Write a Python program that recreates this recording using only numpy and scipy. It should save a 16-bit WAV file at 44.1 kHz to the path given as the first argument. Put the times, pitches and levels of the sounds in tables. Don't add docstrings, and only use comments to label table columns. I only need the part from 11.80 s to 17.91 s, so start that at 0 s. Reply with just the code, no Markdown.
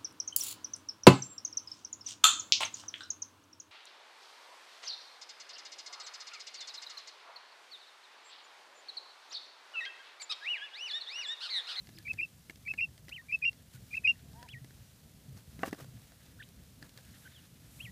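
import sys
import numpy as np
from scipy import signal
from scipy.fft import rfft, irfft, next_fast_len
from scipy.io import wavfile
from scipy.ndimage import uniform_filter1d, map_coordinates

SR = 44100
rng = np.random.default_rng(int(sys.argv[2]) if len(sys.argv) > 2 else 0)


def log_audio(samples):
    frames = np.atleast_2d(samples).T
    limited = np.clip(frames, -1, 1)
    pcm = np.round(limited * 32767).astype(np.int16)
    wavfile.write(sys.argv[1], SR, pcm)


N = 269451

# (frequency [Hz], relative level per Hz [dB])
RUMBLE_COLOUR = [(12, -51), (20, -27), (59, 0.5), (140, 0.5), (273, -10), (325, -17), (426, -19.5),
                 (507, -22), (567, -28), (644, -21.5), (900, -36.5), (1170, -48.5), (1980, -120)]
# (time [s], level [dB])
RUMBLE_LEVEL = [(0, -58), (.3, -58), (1.1, -58), (1.5, -60), (1.9, -58.5), (2.6, -57), (3.3, -58),
                (3.85, -54.5), (4.0, -57.5), (4.3, -57.5), (5.0, -57.5), (5.8, -57), (6.11, -55.5)]
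# (frequency [Hz], relative level per Hz [dB])
HISS_COLOUR = [(290, -23.5), (500, -4), (561, -4.5), (648, -8), (1530, -10), (1670, -10), (3480, -8.5),
               (4440, -8), (14000, -11.5), (15500, -14)]
# (time [s], level [dB])
HISS_LEVEL = [(0, -64), (1.5, -65), (2.6, -63.5), (3.3, -64.5), (4.0, -63), (4.9, -64.5), (5.36, -62.5),
              (5.7, -64), (6.11, -63)]
# (frequency [Hz], relative level [dB])
CHATTER_COLOUR = [(900, -32.5), (1300, -5.5), (1700, 0.5), (2300, -7), (3400, -4.5), (4200, -5),
                  (6000, -43)]
# (loudest time [s], rise [ms], fall [ms], level [dB])
CHATTER_SWELLS = [(.2, 130, 180, -74), (2.55, 1100, 340, -78), (4.5, 520, 250, -74), (5.38, 180, 210, -69),
                  (6.1, 190, 100, -73)]
# (loudest time [s], rise [ms], fall [ms], level [dB])
SIZZLE_SWELLS = [(5.39, 25, 94, -65), (6.02, 110, 59, -61)]
# (frequency [Hz], relative level per Hz [dB])
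SIZZLE_COLOUR = [(5000, -13), (8200, -5.5), (9400, -11), (11500, -1.5), (13000, -12), (15500, -11)]
# (time [s], level [dB], pitch [Hz])
BOOMS = [(.333, -46, 111), (1.943, -42.5, 131), (2.021, -43, 118), (2.736, -39, 129), (2.815, -41, 128),
         (2.998, -46.5, 114.5), (3.482, -38, 132), (3.519, -42, 98), (3.787, -42, 176), (4.016, -40, 133),
         (4.078, -43, 127), (4.15, -43, 120), (6.037, -40, 118.5), (6.078, -47, 176.4)]
# (loudest time [s], rise [ms], fall [ms], tips level [dB], wing level [dB])
RUSTLES = [(1.952, 15, 13, -57.5, -70), (2.172, 65, 8.7, -59.5, -72), (3.577, 15, 25, -62, -62),
           (3.818, 29, 9.1, -61, -57.5), (3.879, 33, 14.7, -50, -50.5), (3.93, 4.2, 10, -55, -55),
           (4.02, 36, 14.4, -57.5, -54.5), (5.026, 7.4, 41, -64, -61), (5.178, 14, 10, -60, -61),
           (5.85, 8, 14, -66, -67)]
# (frequency [Hz], relative level per Hz [dB])
TIPS_COLOUR = [(1470, -20), (2500, -6.5), (6980, -9), (7810, -10), (13700, -12.5), (15000, -11.5)]
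# (frequency [Hz], relative level per Hz [dB])
WINGS_COLOUR = [(150, -33), (250, 4), (551, -6), (785, -10.5), (997, -7.5), (1480, -4), (3000, -19),
                (3900, -37), (6600, -120)]
# (time [s], tick level [dB], touched wire level [dB], touched wire pitch [Hz],
# knock level [dB], thud level [dB])
CONTACTS = [(.071, -49, -50, 2020, -64, -70), (0.0901, -50, -48, 2060, -56, -54),
            (0.186, -43, -50, 1700, -79, -69), (0.227, -50, -65, 2360, -80, -73),
            (0.3324, -43.5, -58, 2280, -61, -62), (0.3376, -48, -43.5, 2070, -58, -52),
            (0.6972, -46, -30.5, 2140, -56, -45.5), (0.7062, -50, -51, 1720, -60, -52),
            (0.7576, -47, -56, 2180, -73, -60), (0.9371, -45.5, -32.5, 2180, -51, -49),
            (1.1784, -51, -51.5, 2020, -64, -62), (1.283, -48, -39, 1980, -60, -51.5),
            (1.292, -40.5, -57, 1950, -57, -69), (1.297, -45, -49, 1470, -67, -65),
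            (1.73, -49, -50.5, 2050, -72, -58), (2.1681, -47.5, -48, 2500, -66, -68),
            (2.532, -53, -67, 1700, -63, -59), (2.628, -42.5, -42.5, 1550, -54.5, -57),
            (2.6877, -47.5, -43.5, 2580, -69, -66), (2.845, -49.5, -49.5, 1980, -61, -50.5),
            (2.9069, -57, -50, 1590, -62, -56), (3.5748, -49, -58, 1590, -57, -56),
            (3.7918, -51, -43.5, 2020, -58, -44), (3.8327, -42.5, -20, 1540, -26.5, -28.5),
            (3.8354, -54, -28.5, 1960, -25.5, -58), (3.8522, -52, -50, 1990, -39.5, -56),
            (3.8573, -59, -41, 1690, -47, -53), (3.8774, -53, -44, 1420, -46, -36),
            (3.9098, -48, -50, 1400, -67, -53), (3.9287, -42.5, -31.5, 1910, -39.5, -28.5),
            (3.9461, -49, -46, 1470, -51, -62), (4.0004, -57, -54, 1510, -46.5, -64),
            (4.044, -51.5, -50, 1440, -53.5, -71), (4.32, -54.5, -52, 1500, -62, -63),
            (4.462, -53, -70, 1630, -74, -66), (5.0261, -46.5, -40.5, 1700, -54.5, -49.5),
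            (5.093, -49, -61, 2280, -71, -63), (5.1749, -45.5, -45.5, 2100, -63, -64),
            (5.1864, -54, -47, 1590, -59, -71)]
# (pitch [Hz], typical level [dB], time to fall 60 dB [s])
WIRE_TONES = [(1422, -6, 0.019), (1747, 0.5, 0.029), (1840, -11, 0.042), (2770, -7, 0.033),
              (3070, -10, 0.013)]
# (pitch [Hz], typical level [dB], time to fall 60 dB [s])
FRAME_TONES = [(544, -1, 0.039), (654, 2.5, 0.024), (750, -6.5, .03), (1142, 0.5, 0.018)]
# (pitch [Hz], typical level [dB], time to fall 60 dB [s])
FLOOR_TONES = [(220, -11, 0.032), (296, 1.5, 0.039), (392, -1.5, 0.021)]
# (frequency [Hz], relative level [dB])
TICK_COLOUR = [(1500, -37), (3000, -1.5), (5000, -1), (6500, -8.5), (8000, -20.5)]
# (frequency [Hz], relative level [dB])
BRIGHT_COLOUR = [(5000, -36), (7000, -3.5), (12000, -6), (16000, -13)]
# (frequency [Hz], gain [dB])
CONTACT_BASS_CUT = [(50, -30), (170, 0), (16000, 0)]
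# (time [s], pitch [Hz], level [dB])
PEEPS = [
    [(0.122, 3570, -68), (0.14, 4570, -68), (0.167, 5290, -58), (0.175, 3340, -59), (0.181, 2140, -58),
     (0.19, 1666, -66), (0.212, 1730, -65)],
    [(1.414, 1515, -72), (1.425, 980, -69), (1.445, 1540, -76), (1.47, 1700, -74)],
    [(1.94, 1560, -67), (1.955, 1450, -63.5), (1.97, 1477, -66), (1.98, 2110, -64)],
    [(4.589, 1337, -60), (4.605, 1865, -47), (4.622, 1384, -53), (4.627, 2570, -46.5), (4.633, 4250, -58),
     (4.64, 2680, -54)],
    [(5.45, 1455, -61), (5.46, 1604, -55), (5.472, 1437, -53), (5.478, 1690, -50), (5.483, 2939, -75)],
    [(5.535, 3800, -68), (5.565, 3270, -56), (5.58, 2960, -60), (5.598, 2850, -61)],
]
# (time [s], base pitch [Hz], level [dB])
COO = [(2.535, 213, -73), (2.555, 218.4, -63), (2.59, 239.7, -59.5), (2.62, 235.7, -59.5),
       (2.648, 255, -60.5), (2.67, 220, -61)]
# (multiple of the base pitch [times], relative level [dB])
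COO_TONES = [(3, -4.5), (4, 3.5), (7, -11), (8, -13)]
# (loudest time [s], pitch before a 1 % lowering [Hz], level [dB], half length [ms])
HOOTS = [(.18, 330, -58, 22), (.41, 332, -59, 15)]
# (start [s], top [s], tail reached [s], end [s], top pitch [Hz], tail pitch [Hz], level [dB],
# fade of the tail [dB], lift near the tube's resonance [dB], overtone level [dB])
ARCHES = [(1.309, 1.347, 1.387, 1.416, 3140, 1830, -46.5, -7, 12, -18),
          (2.676, 2.714, 2.749, 2.787, 3470, 1860, -49, -3, 1, -32),
          (5.99, 6.034, 6.071, 6.1, 3330, 1900, -49.5, -6, 11, -32)]
# (stage: 0 start, 1 top, 2 tail, 3 end [number],
# way from tail pitch to top pitch [share], relative level [dB])
ARCH_SHAPE = [(0, .05, -16), (.3, .45, -2), (.63, .8, -3), (1, 1, -1.5), (1.35, .85, -2.5), (1.7, .35, 0),
              (2, .04, -.5), (2.5, 0, 0), (3, .05, -4)]
# (start [s], catch [s], low note [Hz], high note [Hz])
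CHIRPS = [(0.256, .279, 2330, 2582), (.388, 0.409, 2445, 2672), (0.86, .878, 2320, 2618),
          (.986, 1.0057, 2468, 2733), (1.495, 1.515, 2370, 2630), (1.620, 1.649, 2486, 2778),
          (2.119, 2.142, 2405, 2635), (2.244, 2.272, 2487, 2777)]
# (time after the start [ms], above the low note [Hz])
LOW_NOTE = [
    [(-6, -39.5), (1.5, 40), (9, 0), (15, 10)],
    [(-5.5, 190), (-1, 158), (1.5, 49.5), (10, -10), (16.5, 20)],
]
# (time after the catch [ms], above the high note [Hz])
HIGH_NOTE = [
    [(3, -140), (11, -30.5), (22, 19), (32, 2), (40, -51.5)],
    [(3, -50.5), (10, -30.5), (18, -0.5), (26, 16), (38, -8.5), (48, -120)],
]
# (time [s], level [dB])
LOUDNESS = [
    [(.248, -64), (.259, -41.5), (.272, -37), (.284, -35), (.300, -35), (.315, -28), (.3195, -46),
     (.325, -56)],
    [(.376, -65), (.385, -46), (.390, -30), (.402, -27), (.411, -35), (.418, -32), (.423, -43),
     (.434, -26.5), (.445, -42), (.451, -36), (.457, -67)],
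    [(.858, -60), (.864, -42), (.871, -40), (.877, -33.5), (.890, -32), (.902, -37), (.915, -27),
     (.9205, -50), (.927, -56)],
    [(.976, -52), (.983, -38), (.990, -27), (1.002, -30), (1.014, -26.5), (1.025, -25), (1.034, -27.5),
     (1.045, -26.5), (1.053, -41), (1.06, -55)],
    [(1.484, -60), (1.498, -41), (1.510, -38.5), (1.520, -40.5), (1.529, -24.5), (1.540, -27.5),
     (1.544, -28), (1.548, -22), (1.556, -29.5), (1.562, -55)],
    [(1.617, -70), (1.630, -27), (1.644, -26), (1.656, -23.5), (1.660, -24), (1.665, -21.5), (1.673, -34),
     (1.682, -22), (1.693, -27.5), (1.699, -53)],
    [(2.106, -69), (2.114, -48.5), (2.128, -48), (2.134, -36), (2.150, -31.5), (2.157, -32.5), (2.165, -60),
     (2.169, -35), (2.181, -25.5), (2.186, -52)],
    [(2.239, -63), (2.246, -32), (2.254, -19), (2.260, -22.5), (2.268, -26), (2.277, -18.5), (2.283, -22),
     (2.287, -20.5), (2.305, -20), (2.317, -33), (2.322, -49)],
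]
# (time [s], width to one side [ms])
DIPS = [(.265, 2.2), (.295, 2.4), (.388, 1.2), (.396, 1.7), (0.897, 2.5), (.986, 1.1), (.995, 1.2),
        (1.021, 2.5), (1.522, 1.2), (1.533, 2.6), (1.635, 3.6), (2.120, 1.5), (2.159, 1.9)]
# (loudest time [s], pitch [Hz], level [dB])
PIPS = [(.375, 1830, -58), (.854, 2300, -51), (1.089, 1800, -61), (1.486, 2160, -55), (1.616, 1840, -57),
        (2.192, 2420, -48), (2.237, 1860, -54), (2.357, 1880, -58)]

TOP_HZ = 15150
BOOM_T60_S = 0.18
PATTER_PER_S, PATTER_DB, PATTER_SPREAD_DB = 9, -61, 4.5
TICK_HZ, TICK_SPREAD = 4300, 0.2
BRIGHT_DB, BRIGHT_SPREAD_DB = -2.5, 3
CONTACT_RISE_S = 0.0006
TUBE_HZ, TUBE_WIDTH_HZ = 2730, 165
TUBE_FALLING = 0.52
CATCH_DROP_HZ, CATCH_OVERTONE_DB = 215, 6
DIP_DROP_HZ, DIP_LEAD_S = 70, 0.002


def amp(db):
    return 10 ** (np.asarray(db) / 20)


def unit(x):
    return x / np.sqrt(np.mean(x ** 2) + 1e-20)


def curve(rows, column=1):
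    rows = np.asarray(rows)
    return np.interp(np.arange(N) / SR, rows[:, 0], rows[:, column])


def during(rows):
    t = np.arange(N) / SR
    to_nearest_end = np.minimum(t - rows[0][0], rows[-1][0] - t)
    return np.clip(to_nearest_end / 0.0011, 0, 1)


def wobble(rate):
    points = rng.standard_normal(int(N * rate / SR) + 4)
    return map_coordinates(points, [np.arange(N) * rate / SR])


def coloured(x, points):
    m = next_fast_len(len(x) + 4096)
    f, db = np.transpose(points)
    hz = np.fft.rfftfreq(m, 1 / SR)
    gain = amp(np.interp(np.log(hz + 1), np.log(f + 1), db))
    return irfft(rfft(x, m) * gain, m)[:len(x)]


def noise(points):
    return coloured(rng.standard_normal(N), points)


def whistle(hz, tones):
    phase = 2 * np.pi * np.cumsum(hz) / SR
    return sum(amp(db) * np.sin(k * phase) for k, db in tones)


def swell(s, rise_ms, fall_ms):
    ms = 1000 * (np.arange(N) / SR - s)
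    distance = np.where(ms < 0, ms / rise_ms, ms / fall_ms) ** 2
    return np.exp(-np.log(2) * np.minimum(distance, 60))


def swells(rows):
    return sum(amp(db) * swell(s, rise_ms, fall_ms) for s, rise_ms, fall_ms, db in rows)


def ring(modes, t, chance):
    out = 0
    for (hz, db, t60), c in zip(modes, chance):
        out = out + amp(db + 2 * c - 60 * t / t60) * np.sin(2 * np.pi * hz * t)
    return out


def glide(rows, tones, rough_db):
    hz = uniform_filter1d(uniform_filter1d(curve(rows), size=150), size=150)
    voice = 0
    for k, db in tones:
        muting = 1 + (k > 1) * (k * hz / 4200) ** 12
        voice = voice + whistle(hz, [(k, db)]) / muting
    level = amp(curve(rows, column=2) + rough_db * wobble(120))
    return during(rows) * level * voice


def air():
    rumble = unit(amp(2.2 * wobble(19)) * noise(RUMBLE_COLOUR))
    flicker_db = 0.5 * wobble(14) + 0.7 * wobble(150)
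    hiss = unit(amp(flicker_db) * noise(HISS_COLOUR))
    chatter = unit(amp(3.5 * wobble(40)) * noise(CHATTER_COLOUR))
    chatter_level = amp(-82.5) + swells(CHATTER_SWELLS)
    sizzle = swells(SIZZLE_SWELLS) * unit(noise(SIZZLE_COLOUR))
    steady = amp(curve(RUMBLE_LEVEL)) * rumble + amp(curve(HISS_LEVEL)) * hiss
    return steady + chatter_level * chatter + sizzle


def booms():
    out, t = np.zeros(N + SR), np.arange(SR // 2) / SR
    rise = 1 - np.exp(-t / 0.0029)
    for s, db, hz in BOOMS:
        boom = amp(db - 60 * t / BOOM_T60_S) * rise * np.sin(2 * np.pi * hz * t)
        out[round(s * SR):][:len(t)] += boom
    return out[:N]


def rustle():
    grain = amp(2.5 * wobble(260))
    tips = unit(grain * noise(TIPS_COLOUR))
    wings = unit(grain * noise(WINGS_COLOUR))
    out = np.zeros(N)
    for s, rise_ms, fall_ms, tips_db, wings_db in RUSTLES:
        out += swell(s, rise_ms, fall_ms) * (amp(tips_db) * tips + amp(wings_db) * wings)
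    return out


def patter():
    t = np.arange(SR // 100) / SR
    starts = rng.random(N) < PATTER_PER_S / SR
    sizes = starts * amp(PATTER_SPREAD_DB * rng.standard_normal(N))
    fading = signal.fftconvolve(sizes, amp(-60 * t / 0.0091))[:N]
    return amp(PATTER_DB) * fading * unit(noise(TIPS_COLOUR))


def contacts():
    out, t = np.zeros(N + SR), np.arange(SR // 10) / SR
    chances = rng.standard_normal((len(CONTACTS), 4, len(WIRE_TONES)))
    noises = rng.standard_normal((len(CONTACTS), len(t)))
    fade = amp(-60 * t / 0.015)
    rise = 1 - np.exp(-t / CONTACT_RISE_S)
    for row, c, n in zip(CONTACTS, chances, noises):
        s, tick_db, wire_db, wire_hz, knock_db, thud_db = row
        tick_hz = TICK_HZ * np.exp(TICK_SPREAD * c[3, 0])
        bright_db = BRIGHT_DB + BRIGHT_SPREAD_DB * c[3, 1]
        snap = 0.82 * unit(coloured(n, TICK_COLOUR))
        snap += 0.47 * np.sin(2 * np.pi * tick_hz * t)
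        snap += amp(bright_db - 60 * t / 0.01) * unit(coloured(n, BRIGHT_COLOUR))
        tick = amp(tick_db) * fade * snap
        touched = fade * np.sin(2 * np.pi * wire_hz * t)
        wire = amp(wire_db) * (touched + 0.36 * ring(WIRE_TONES, t, c[0]))
        knock = amp(knock_db) * ring(FRAME_TONES, t, c[1])
        thud = amp(thud_db) * ring(FLOOR_TONES, t, c[2])
        out[round(s * SR):][:len(t)] += (tick + wire + knock + thud) * rise
    return coloured(out[:N], CONTACT_BASS_CUT)


def arches():
    out = np.zeros(N)
    for *stages, top_hz, tail_hz, db, fade_db, lift_db, overtone_db in ARCHES:
        rows = []
        for stage, height, shape_db in ARCH_SHAPE:
            time = np.interp(stage, range(4), stages)
            hz = tail_hz + height * (top_hz - tail_hz)
            rows.append((time, hz, db + shape_db + fade_db * max(stage - 2, 0)))
        distance = (uniform_filter1d(curve(rows), size=200) - TUBE_HZ) / TUBE_WIDTH_HZ
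        lift = lift_db * np.where(np.arange(N) / SR < stages[1], 1, TUBE_FALLING)
        voice = glide(rows, [(1, 0), (2, overtone_db)], rough_db=1.5)
        out += amp(lift / (1 + distance ** 2)) * voice
    return out


def other_birds():
    thin = sum(glide(rows, [(1, 1), (2, -13)], rough_db=2) for rows in PEEPS)
    coo = glide(COO, COO_TONES, rough_db=0.5)
    hoots = np.zeros(N)
    for s, hz, db, half_ms in HOOTS:
        hoots += amp(db) * swell(s, half_ms, half_ms) * whistle(np.full(N, hz), [(0.99, 0)])
    return arches() + thin + coo + hoots


def chirp_pitch():
    knots = []
    for k, (start, catch, low_hz, high_hz) in enumerate(CHIRPS):
        low = [(start + ms / 1000, low_hz + hz) for ms, hz in LOW_NOTE[k % 2]]
        low = [(s, hz) for s, hz in low if s < catch - 0.004]
        drop = [(catch - 0.003, low[-1][1]), (catch, low_hz - CATCH_DROP_HZ)]
        high = [(catch + ms / 1000, high_hz + hz) for ms, hz in HIGH_NOTE[k % 2]]
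        knots += low + drop + high
    return uniform_filter1d(curve(sorted(knots)), size=60)


def chirp_level():
    lobes = np.zeros(N)
    for rows in LOUDNESS:
        roots = [(s, amp(db / 2)) for s, db in rows]
        lobes += during(rows) * curve(roots) ** 2
    return uniform_filter1d(uniform_filter1d(lobes, size=90), size=90)


def chirps():
    level = chirp_level()
    sag = sum(swell(s - DIP_LEAD_S, 1.5, 1) for s, _ in DIPS)
    hz = chirp_pitch() + 22 * wobble(190) - DIP_DROP_HZ * sag
    catch_dips = [(row[1] + ms / 1000, 1) for row in CHIRPS for ms in (-0.96, 2.67)]
    turn = np.ones(N)
    for s, width_ms in DIPS + catch_dips:
        turn *= np.tanh(1000 * (np.arange(N) / SR - s) / width_ms)
    voice = level * turn * amp(0.71 * wobble(200)) * whistle(hz, [(1, 0)])
    voice[170:] += 0.04 * voice[:-170]

    effort = np.abs(uniform_filter1d(level, size=300)) ** 0.67
    catch_db = sum(CATCH_OVERTONE_DB * swell(row[1], 2.7, 1.2) for row in CHIRPS)
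    voice += amp(-44 + catch_db + 3 * wobble(130)) * effort * whistle(hz, [(2, 0)])
    for s, pip_hz, db in PIPS:
        voice += amp(db) * swell(s, 1.1, 1.9) * whistle(np.full(N, pip_hz), [(1, 0)])
    return voice


def echoes(x):
    t = np.arange(SR // 5) / SR
    tail = rng.standard_normal(len(t)) * amp(-60 * t / 0.065) * (t > 0.003)
    return signal.fftconvolve(x, tail / np.linalg.norm(tail))[:N]


def scene():
    background = air() + booms() + rustle()
    near = patter() + contacts() + other_birds() + chirps()
    return (background + near + amp(-18) * echoes(near))[None]


def record(dry):
    m = next_fast_len(N + 4096)
    hz = np.fft.rfftfreq(m, 1 / SR)
    bass = 1j * hz / 25 / (1 + 1j * hz / 25)
    return irfft(rfft(dry, m) * bass * (hz < TOP_HZ), m)[:, :N]


dry = scene()
out = record(dry)
log_audio(out)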